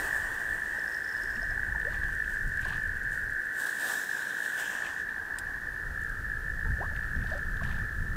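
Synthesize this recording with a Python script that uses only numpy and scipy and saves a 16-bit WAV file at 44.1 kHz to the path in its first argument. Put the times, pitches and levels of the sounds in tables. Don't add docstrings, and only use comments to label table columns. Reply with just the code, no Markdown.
import sys
import numpy as np
from scipy import signal
from scipy.fft import rfft, irfft
from scipy.io import wavfile
from scipy.ndimage import uniform_filter1d

SR = 44100
rng = np.random.default_rng(int(sys.argv[2]) if len(sys.argv) > 2 else 0)


def generate_wav(sig):
    pcm = np.round(np.clip(np.atleast_2d(sig).T, -1, 1) * 32767).astype(np.int16)
    wavfile.write(sys.argv[1], SR, pcm)


def elevation(decibels):
    levels = np.asarray(decibels, float)
    return 10 ** (levels / 20)


N = 359855

# time in seconds, chorus level in dB, chorus centre in Hz,
# pulses per second of the near toad, near toad level in dB.
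CHORUS = [(0.0, -32, 1739, 56, -5), (0.59, -34, 1737, 53.3, -4.5), (1.3, -34.5, 1722, 56.5, -4.5),
          (1.55, -33, 1726, 55.3, -4), (2.41, -33.5, 1679, 53.5, -2), (2.9, -34, 1697, 53.3, -5),
          (3.82, -33, 1689, 54, -4.5), (4.1, -34, 1699, 51.3, -4), (4.55, -33.5, 1688, 55, -3.5),
          (5.41, -37.5, 1720, 55.7, -2.5), (6.8, -36.5, 1692, 55.4, 0), (7.9, -37.5, 1702, 54.5, 0.2),
          (8.02, -41.5, 1722, 51, 1), (8.16, -37, 1726, 51, -1)]
# time in seconds, level in dB.
DEEP_TOAD = [
    (0, -59),
    (5.7, -47),
    (5.85, -14),
    (6.8, -16.5),
    (7.6, -13),
    (8.16, -11),
]
CROWD = [(.905, 51.16), (.93, 54.52), (.95, 57.38), (.98, 53.05),
         (1.005, 56.48), (1.03, 51.94), (1.055, 58.92), (1.075, 50.05)]
# time in seconds, level in dB.
GUSTS = [(0.0, -47), (0.5, -46), (0.93, -54), (1.2, -49), (1.4, -42.5), (1.85, -38.5), (2.1, -41),
         (2.38, -42.5), (2.75, -37), (3.3, -44.5), (3.66, -64), (4.5, -66), (5.0, -52), (5.75, -45.5),
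         (6.1, -40.5), (6.9, -35), (7.6, -33), (8.16, -31.5)]
# time in seconds, change in dB.
PUFFS = [(2.04, 4), (2.46, 6.5), (5.47, 6), (5.88, 5), (6.01, 3.5), (6.7, 6.5), (7.11, -3), (7.18, 5.5),
         (7.42, -4.5), (7.66, 3.5), (7.79, 3), (7.91, -10)]
# frequency in Hz, density in dB per Hz.
BUFFET_SPECTRUM = [(7.1, -27), (12, -0.5), (33, 1.5), (82, -5), (200, -18.5), (336, -34.5), (378, -35.5),
                   (420, -40.5), (550, -58), (920, -120)]
# frequency in Hz, density in dB per Hz.
AIR_SPECTRUM = [(71, -51), (120, -20), (294, -18.5), (450, -18.5), (552, -22), (1130, -26.5), (1730, -7),
                (1830, -10.5), (1990, -29), (2250, -33), (3660, -36), (12200, -40), (15500, -41)]
# peak in seconds, level in dB, seconds to fade 20 dB, # dull part in dB,
# dull resonance in Hz.
PUSHES = [(0.0, -47, 0.42, -4.5, 2840), (0.2, -55, 2.8, -0.7, 2900), (1.2, -65, 0.7, -1, 2930),
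          (1.91, -67, .5, 7, 2600), (2.1, -65, 0.5, 2.5, 2600), (2.3, -60, 0.5, -1, 2650),
          (2.61, -62, 0.1, 0, 2520), (2.71, -66, 0.6, 14, 2490), (2.85, -66, 0, 2.5, 2600),
          (3.13, -57, 0.24, -4, 2990), (3.45, -65, 1, -2.5, 2950), (3.6, -46.5, 0.26, -6, 3400),
          (3.67, -50.5, 0.2, -2, 3600), (3.75, -56, .4, -2, 3500), (3.82, -46, 0.34, -6, 3700),
          (3.89, -42, 0.33, -4.5, 3600), (4.2, -52.5, 1.55, 0.8, 3800), (4.46, -52.5, .9, -4, 3500),
          (4.6, -47, .3, 1, 2600), (4.72, -51.5, .45, 2.5, 2480), (4.86, -57.5, 0.2, 10.5, 2350),
          (4.96, -55.5, 0, -2.5, 2388)]
# time in seconds, frequency in Hz.
BRIGHT = [(0, 8100), (3.55, 8100), (3.7, 8300), (3.86, 8500), (4.03, 7100), (4.3, 7200), (4.45, 7500),
          (4.6, 7700), (4.9, 7000)]
# time in seconds, frequency in Hz, level in dB.
MIDDLE = [
    (3.95, 5300, -18),
    (4.12, 5350, 1),
    (4.4, 5400, -6),
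    (4.55, 6003, -9),
    (4.7, 6100, -2),
    (4.85, 6000, -20),
]
# seconds at which it opens, is full, begins to close, is shut.
GAP_S = (3.9, 4.05, 4.75, 4.9)
# time in seconds, added level in dB.
LOW_BOOST = [(1.9, 8), (2.1, 1), (3.5, 0.2), (3.7, 2.4), (4.3, 2.5), (4.5, 0.5)]
# time in seconds, peak in dB.
TICKS = [(0.0792, -34), (1.236, -39), (1.798, -44), (2.1281, -45), (2.15, -42.5), (2.3371, -42),
         (2.4264, -44.5), (2.4768, -45), (2.5227, -48), (2.572, -41), (2.9662, -47), (3.0021, -48),
         (3.235, -48), (3.3326, -49), (2.616, -41), (2.6509, -43), (2.6831, -40), (2.832, -46.5),
         (3.0325, -45), (3.1148, -43), (3.3024, -45), (3.4544, -44), (3.5627, -46), (3.6391, -36),
         (3.6681, -34), (3.679, -38), (3.718, -41), (3.758, -42), (3.797, -34), (4.2018, -40),
         (4.4298, -38), (4.8214, -46), (4.9496, -46), (4.8635, -41.5), (6.0152, -46), (6.0355, -44),
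         (6.0939, -43), (7.378, -45.5)]
# seconds at which they begin, are full, begin to fade, end.
STRAY_S = (1.9, 2.1, 3.45, 3.55)
# time in seconds, peak in dB.
RASP = [(0.7942, -34.5), (0.878, -37), (0.9244, -41), (0.9454, -34.5), (1.0469, -39), (1.0761, -40),
        (1.0911, -37), (1.1265, -39), (1.1669, -39), (1.2332, -37.5), (1.2736, -42.5), (1.3051, -43),
        (1.3574, -41), (1.4178, -39.5), (1.43, -35.5), (1.5076, -38)]
# time in seconds, level in dB, start in Hz, end in Hz, length in seconds.
BUBBLES = [(.783, -43, 560, 640, .007), (.784, -46, 390, 420, .01), (1.223, -48, 319, 430, 0.041),
           (1.688, -48, 720, 950, .014), (2.028, -44, 1050, 1250, .008), (2.656, -44, 700, 760, .012),
           (7.243, -46, 700, 740, .01), (6.846, -42, 1020, 1270, .02), (1.361, -45, 207, 262, .04),
           (1.425, -42.5, 640, 720, .014), (1.5, -47, 600, 800, .03), (1.575, -46.5, 760, 900, .011),
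           (1.748, -40, 960, 680, 0.019), (1.846, -40.5, 400, 540, .026), (1.865, -38, 520, 630, .026),
           (2.089, -44, 950, 1103, .007), (2.654, -38.5, 960, 1120, 0.01), (2.699, -48, 810, 1100, .025),
           (2.719, -45, 1160, 1302, .033), (6.653, -50, 879, 920, 0.048), (6.655, -45, 440, 464, .018),
           (6.786, -48, 560, 480, .014), (6.796, -35.5, 440, 1230, .046), (6.80, -42, 355, 416, .029),
           (6.826, -41, 450, 950, .022), (7.152, -41, 198.2, 284.1, .046), (7.311, -46, 950, 1000, .006),
           (7.313, -37, 606, 660, 0.028), (7.329, -41, 660, 800, .016), (7.347, -39, 558, 595, .034),
           (7.375, -49, 760, 820, .012), (6.912, -47, 880, 905, .012), (6.915, -51, 560, 680, .025),
           (7.608, -39, 998, 1200, .011), (7.619, -41, 626, 701, .011), (7.69, -44, 1170, 1252, .013)]
# time in seconds, peak in dB, ring in Hz.
DRIPS = [(1.3663, -43, 2760), (1.8138, -42, 2680), (1.8476, -49, 2240), (1.9456, -43, 2491),
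         (2.0379, -41, 3150), (2.244, -42, 2600), (2.5915, -38, 2310), (2.6217, -44, 2330),
         (2.7535, -38, 2399), (2.571, -50, 3300), (2.629, -44, 2700), (2.644, -44, 2400),
         (2.652, -40, 4100), (2.696, -42, 2400), (2.702, -47, 4200), (2.7274, -43, 2650),
         (2.733, -46, 3200), (2.742, -40, 3620), (7.2376, -49, 3300), (7.2701, -45, 3900),
         (7.304, -47, 5000), (7.331, -49, 4300), (7.349, -50, 3430), (7.379, -49, 4890),
         (7.4317, -51, 3450), (7.5694, -50, 3600), (7.6352, -36, 5600), (7.667, -47, 3300),
         (7.676, -47, 3700), (7.692, -47, 3900), (7.725, -43, 2700), (7.754, -46, 2900),
         (7.7874, -48, 2400), (3.6002, -52, 2819), (3.807, -41, 3430), (4.8486, -38, 2626),
         (4.865, -29, 2460), (5.0916, -45, 2380), (5.385, -48, 2579), (6.8014, -53, 2448),
         (6.9627, -36, 2240), (7.034, -51, 2590), (7.1601, -53, 3110), (7.2145, -51, 2244),
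         (7.639, -34, 2446), (7.7129, -35, 2470)]
# start in seconds, peak in seconds, end in seconds, peak in dB.
SPLASHES = [
    (1.9, 1.942, 2.0, -53.5),
    (1.99, 2.03, 2.15, -60),
    (2.6, 2.7, 2.79, -52.5),
    (5.04, 5.1, 5.24, -60),
    (6.93, 6.961, 7.18, -61.5),
    (7.19, 7.3, 7.42, -58),
    (7.596, 7.66, 7.86, -55),
]
# start in seconds, peak in seconds, end in seconds, peak in dB.
TRICKLES = [
    (1.5, 1.92, 2.12, -55),
    (2.67, 2.71, 2.77, -54),
    (4.75, 4.86, 5.0, -46),
    (5.0, 5.25, 6.0, -51),
]
# frequency in Hz, level in dB, 60 dB decay time in seconds.
TWIG = [(3760, -19, 0.073), (4980, -8.5, 0.031), (7397, -6.5, 0.036), (8100, -6, 0.066), (8750, 0, 0.018),
        (9383, -31, 5.0), (11600, -22, 0.048)]


def evened(x):
    return x / np.sqrt(np.mean(x ** 2) + 1e-20)


def curves(rows):
    s, *columns = np.transpose(rows)
    return [np.interp(np.arange(N) / SR, s, c) for c in columns]


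def add(mix, s, sound):
    part = mix[round(s * SR):][:len(sound)]
    part += sound[:len(part)]


def band(x, low_hz, high_hz, order=2):
    return signal.sosfilt(signal.butter(order, [low_hz, high_hz], "bandpass", fs=SR, output="sos"), x)


def coloured(points):
    f, db = np.transpose(points)
    hz = np.fft.rfftfreq(N, 1 / SR)
    gain = elevation(np.interp(np.log(hz + 1), np.log(f + 1), db))
    return irfft(rfft(rng.standard_normal(N)) * gain, N)


def wander(rate):
    knots = rng.standard_normal(4000)
    return np.interp(np.arange(N) * rate / SR, np.arange(len(knots)), knots)


def crackle(per_s, spread_db):
    size = elevation(spread_db * np.minimum(rng.exponential(1, N), 4)) * np.sign(rng.standard_normal(N))
    return evened(size * (rng.random(N) < per_s / SR))


def ring(hz, t60, rise=0.00056, size=900):
    t = np.arange(size) / SR
    return np.sin(2 * np.pi * hz * t) * elevation(-60 * t / t60) * np.minimum(t / rise, 1)


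def trill(hz, per_s, duty, glide):
    place = (np.cumsum(per_s * (1 + .014 * wander(9))) / SR + rng.random()) % 1 - .5
    width = np.where(place < 0, 0.99 * duty, duty)
    pulse = np.exp(-.5 * (place / width) ** 2)
    pulse += 0.11 * np.exp(-.5 * ((place + duty) / 0.023) ** 2)
    pulse *= elevation(2.78 * wander(40))
    pitch = hz * (1 + glide * place + .016 * wander(45))
    return evened(pulse * np.sin(2 * np.pi * np.cumsum(pitch) / SR))


def shore_echo(x, t60):
    t = np.arange(SR // 2) / SR
    tail = rng.standard_normal(len(t)) * elevation(-60 * t / t60)
    return signal.fftconvolve(x, tail / np.linalg.norm(tail))[:N]


def toads():
    level_db, centre_hz, per_s, near_db = curves(CHORUS)
    steady = np.ones(N)
    high_db = -13.5 - 1.7 * np.arange(N) / SR + 1.2 * wander(2.52)
    near = elevation(near_db) * trill(1.015 * centre_hz, per_s, duty=0.12, glide=0.03)
    high = elevation(high_db) * trill(1880 * steady, 58 * steady, duty=0.13, glide=.05)
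    deep = elevation(curves(DEEP_TOAD)[0]) * trill(1370 * steady, 52 * steady, duty=0.088, glide=0.15)
    crowd = np.zeros(N)
    for pitch, pace in CROWD:
        voice = trill(centre_hz * pitch, pace * steady, duty=0.13, glide=0.058)
        crowd += elevation(1.26 * wander(1.524)) * voice
    overtone = elevation(-30.5) * trill(2080 * steady, per_s, duty=0.1, glide=.05)
    direct = near + overtone + high + deep + elevation(-3) * evened(crowd)
    wet = direct + elevation(-10.5) * shore_echo(direct, t60=0.32)
    return elevation(level_db) * wet / np.sqrt(uniform_filter1d(wet ** 2, SR // 3))


def wind():
    t = np.arange(N) / SR
    puff_s = 0.036
    gust_db = curves(GUSTS)[0]
    for s, db in PUFFS:
        gust_db += db * np.exp(-.5 * ((t - s) / puff_s) ** 2)
    buffet = evened(coloured(BUFFET_SPECTRUM))
    deepest = signal.sosfiltfilt(signal.butter(2, 45, fs=SR, output="sos"), buffet)
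    lull = elevation(1.3 * np.minimum(gust_db + 46, 0))
    upper = np.clip((gust_db + 38) / 25, 0, 0.22) * band(buffet, 112, 270)
    return elevation(gust_db + 0.54 * wander(18)) * (buffet - (1 - lull) * deepest + upper)


def air():
    x = coloured(AIR_SPECTRUM)
    return elevation(-54) * x / np.std(band(x, 2158, 18000, order=4))


def pushes(t):
    s, db, fade_s, dull_db, dull_hz = np.transpose(PUSHES)[:, :, None]
    rise_share = 0.32
    away = np.where(t < s, (s - t) / rise_share, t - s)
    power = elevation(db - 20 * away / fade_s) ** 2 + 1e-20
    total = power.sum(0)
    return 10 * np.log10(total), (power * dull_db).sum(0) / total, (power * dull_hz).sum(0) / total


def cloth():
    rub = rng.standard_normal(N) + 0.36 * crackle(1500, spread_db=3.5)
    hz, t, z = signal.stft(rub, SR, nperseg=512, noverlap=384)
    hz = hz[:, None]

    def hump(centre_hz, width_hz):
        return np.exp(-.5 * ((hz - centre_hz) / width_hz) ** 2)

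    level_db, dull_db, dull_hz = pushes(t)
    thin_db = -3.5 - 0.31 * dull_db - np.interp(t, [4.6, 4.8], [0, 5])
    low_db = 0.75 + 0.69 * dull_db + np.interp(t, *np.transpose(LOW_BOOST))
    bright_hz = np.interp(t, *np.transpose(BRIGHT))
    s, middle_hz, middle_db = np.transpose(MIDDLE)

    edge_hz = np.interp(t, [3.95, 4.1, 4.5, 4.65], [9770, 10500, 10300, 9600])
    under_edge = 1 / (1 + np.exp((hz - edge_hz) / 200))
    bright = (0.37 * hump(bright_hz, 1050) + 0.54 * hump(8100, 5200)) * (0.47 + under_edge)
    under_dull_edge = 1 / (1 + np.exp((hz - dull_hz - 700) / 120))
    dull = (0.56 * hump(dull_hz, 690) + 0.68 * hump(2700, 3200)) * (0.94 + under_dull_edge)
    dull = elevation(dull_db - 2.5) * dull
    thin = elevation(thin_db - 1) * hump(13800, 3800)
    low = elevation(low_db + 7) * hump(930, 560) * (hz > 200)
    middle = elevation(np.interp(t, s, middle_db)) * hump(np.interp(t, s, middle_hz), 350)
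    gap = elevation(-4.5 * hump(4600, 220.3) * np.interp(t, GAP_S, [0, 1, 1, 0]))

    patches = rng.standard_normal((len(t), len(hz))).T
    patches = uniform_filter1d(patches, size=7, axis=0)
    patches = evened(uniform_filter1d(patches, size=22, axis=1))
    body = np.sqrt(bright ** 2 + dull ** 2 + thin ** 2 + low ** 2 + middle ** 2)
    shape = gap * body * elevation(level_db + 5 + patches)
    rustle = signal.istft(z * shape, SR, nperseg=512, noverlap=384)[1][:N]
    ending = np.clip((5.06 - np.arange(N) / SR) / 0.062, 0, 1)
    return rustle * elevation(0.8 * wander(40)) * ending


def ticks():
    out, t = np.zeros(N), np.arange(1500) / SR
    for s, db in TICKS:
        burst = rng.standard_normal(len(t)) * elevation(-60 * t / 0.017) * np.minimum(t / .0006, 1)
        bright = 2 * band(burst, 6500, 9400, order=1)
        dull = 2 * elevation(-19) * band(burst, 2200, 5500)
        add(out, s, elevation(db - 2.5) * (bright + dull))
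    stray = crackle(25, spread_db=3) * np.interp(np.arange(N) / SR, STRAY_S, [0, 1, 1, 0])
    snap = band(burst, 6300, 11500, order=1)
    return out + elevation(-79.5) * signal.oaconvolve(stray, snap)[:N]


def insect():
    out = np.zeros(N)
    for (s, db), detune in zip(RASP, rng.uniform(-0.025, 0.022, len(RASP))):
        add(out, s, elevation(db - 1) * ring(5270 * (1 + detune), t60=0.015, rise=0.00046))
    faint = crackle(350, spread_db=3.5) + 0.35 * rng.standard_normal(N)
    faint *= np.interp(np.arange(N) / SR, [.62, .92, 1.35, 1.68], [0, 1, 1, 0])
    return out + elevation(-46) * band(faint, 5000, 5480)


def bubbles():
    out = np.zeros(N)
    for s, db, start_hz, end_hz, length in BUBBLES:
        rise = np.clip(0.085 + .9 * np.log2(end_hz / start_hz), 0.06, 0.45)
        u = np.arange(int(1.2 * length * SR)) / (length * SR)
        pitch = start_hz + (end_hz - start_hz) * np.minimum(u, 1.05) ** 1.16
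        pitch *= 1 + 0.022 * np.sin(2 * np.pi * 70 * length * u)
        swell = np.minimum(u / rise, 1) ** 1.1 * np.exp(-1.5 * np.maximum(u - rise, 0))
        swell *= np.clip((1.3 - u) / 0.17, 0, 1)
        rough = 1 + 1.2 * uniform_filter1d(rng.standard_normal(len(u)), size=60)
        add(out, s, elevation(db + 2.5) * swell * rough * np.sin(2 * np.pi * np.cumsum(pitch) / SR))
    return out


def drips():
    out, t = np.zeros(N), np.arange(900) / SR
    for s, db, hz in DRIPS:
        slap = band(rng.standard_normal(len(t)), 0.58 * hz, 1.25 * hz) * elevation(-60 * t / 0.026)
        level_db = 0.56 * db - 17 - 6.8 * np.log2(hz / 2500)
        add(out, s, elevation(level_db) * (0.7 * ring(hz, t60=0.015, rise=0.00046) + 1.9 * slap))
    return out


def splashes():
    out, swarm = np.zeros(N), np.zeros(N)
    for hz in np.geomspace(800, 4400, 24):
        bubble = ring(hz, 18 / hz, .0004, size=1800)
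        swarm += signal.oaconvolve(crackle(90, spread_db=3), bubble)[:N] * (hz / 2500) ** 0.18
    spray = rng.standard_normal(N) + 0.8 * crackle(400, spread_db=4)
    spray = evened(band(spray, 940, 7500, order=1))
    splash = evened(swarm) + 0.31 * spray
    splash = splash / np.std(band(splash, 1920, 5200, order=4))
    gurgle = evened(band(swarm + 3.5 * spray * np.std(swarm), 640, 1330))
    for sound, table in [(splash, SPLASHES), (gurgle, TRICKLES)]:
        for start, peak, end, db in table:
            span = slice(round(start * SR), round(end * SR))
            swell_db = curves([(start, -10), (peak, 0), (end, -10)])[0][span]
            fade = signal.windows.tukey(span.stop - span.start, 0.15)
            add(out, start, elevation(db + swell_db) * sound[span] * fade)
    return out


def twig():
    out, t = np.zeros(N), np.arange(1500) / SR
    snap_s, snap_db, longest_ring_s = 5.3855, -35, .03
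    crack = band(rng.standard_normal(len(t)), 2000, 15500) * elevation(-60 * t / 0.05)
    add(out, snap_s, elevation(snap_db - 3.5) * crack)
    for hz, db, t60 in TWIG:
        add(out, snap_s, elevation(snap_db + db + 4) * ring(hz, min(t60, longest_ring_s), size=2400))
    return out


def scene():
    shore = bubbles() + drips() + splashes()
    return (toads() + wind() + air() + cloth() + ticks() + insect() + shore + twig())[None]


def roll_off(x):
    return signal.sosfilt(signal.butter(12, 15690, fs=SR, output="sos"), x)


def record(dry):
    edge = signal.firwin(401, 15740, window=("kaiser", 9), fs=SR)
    mix = signal.oaconvolve(dry, edge[None], "same")
    return roll_off(mix)


dry = scene()
out = record(dry)
generate_wav(out)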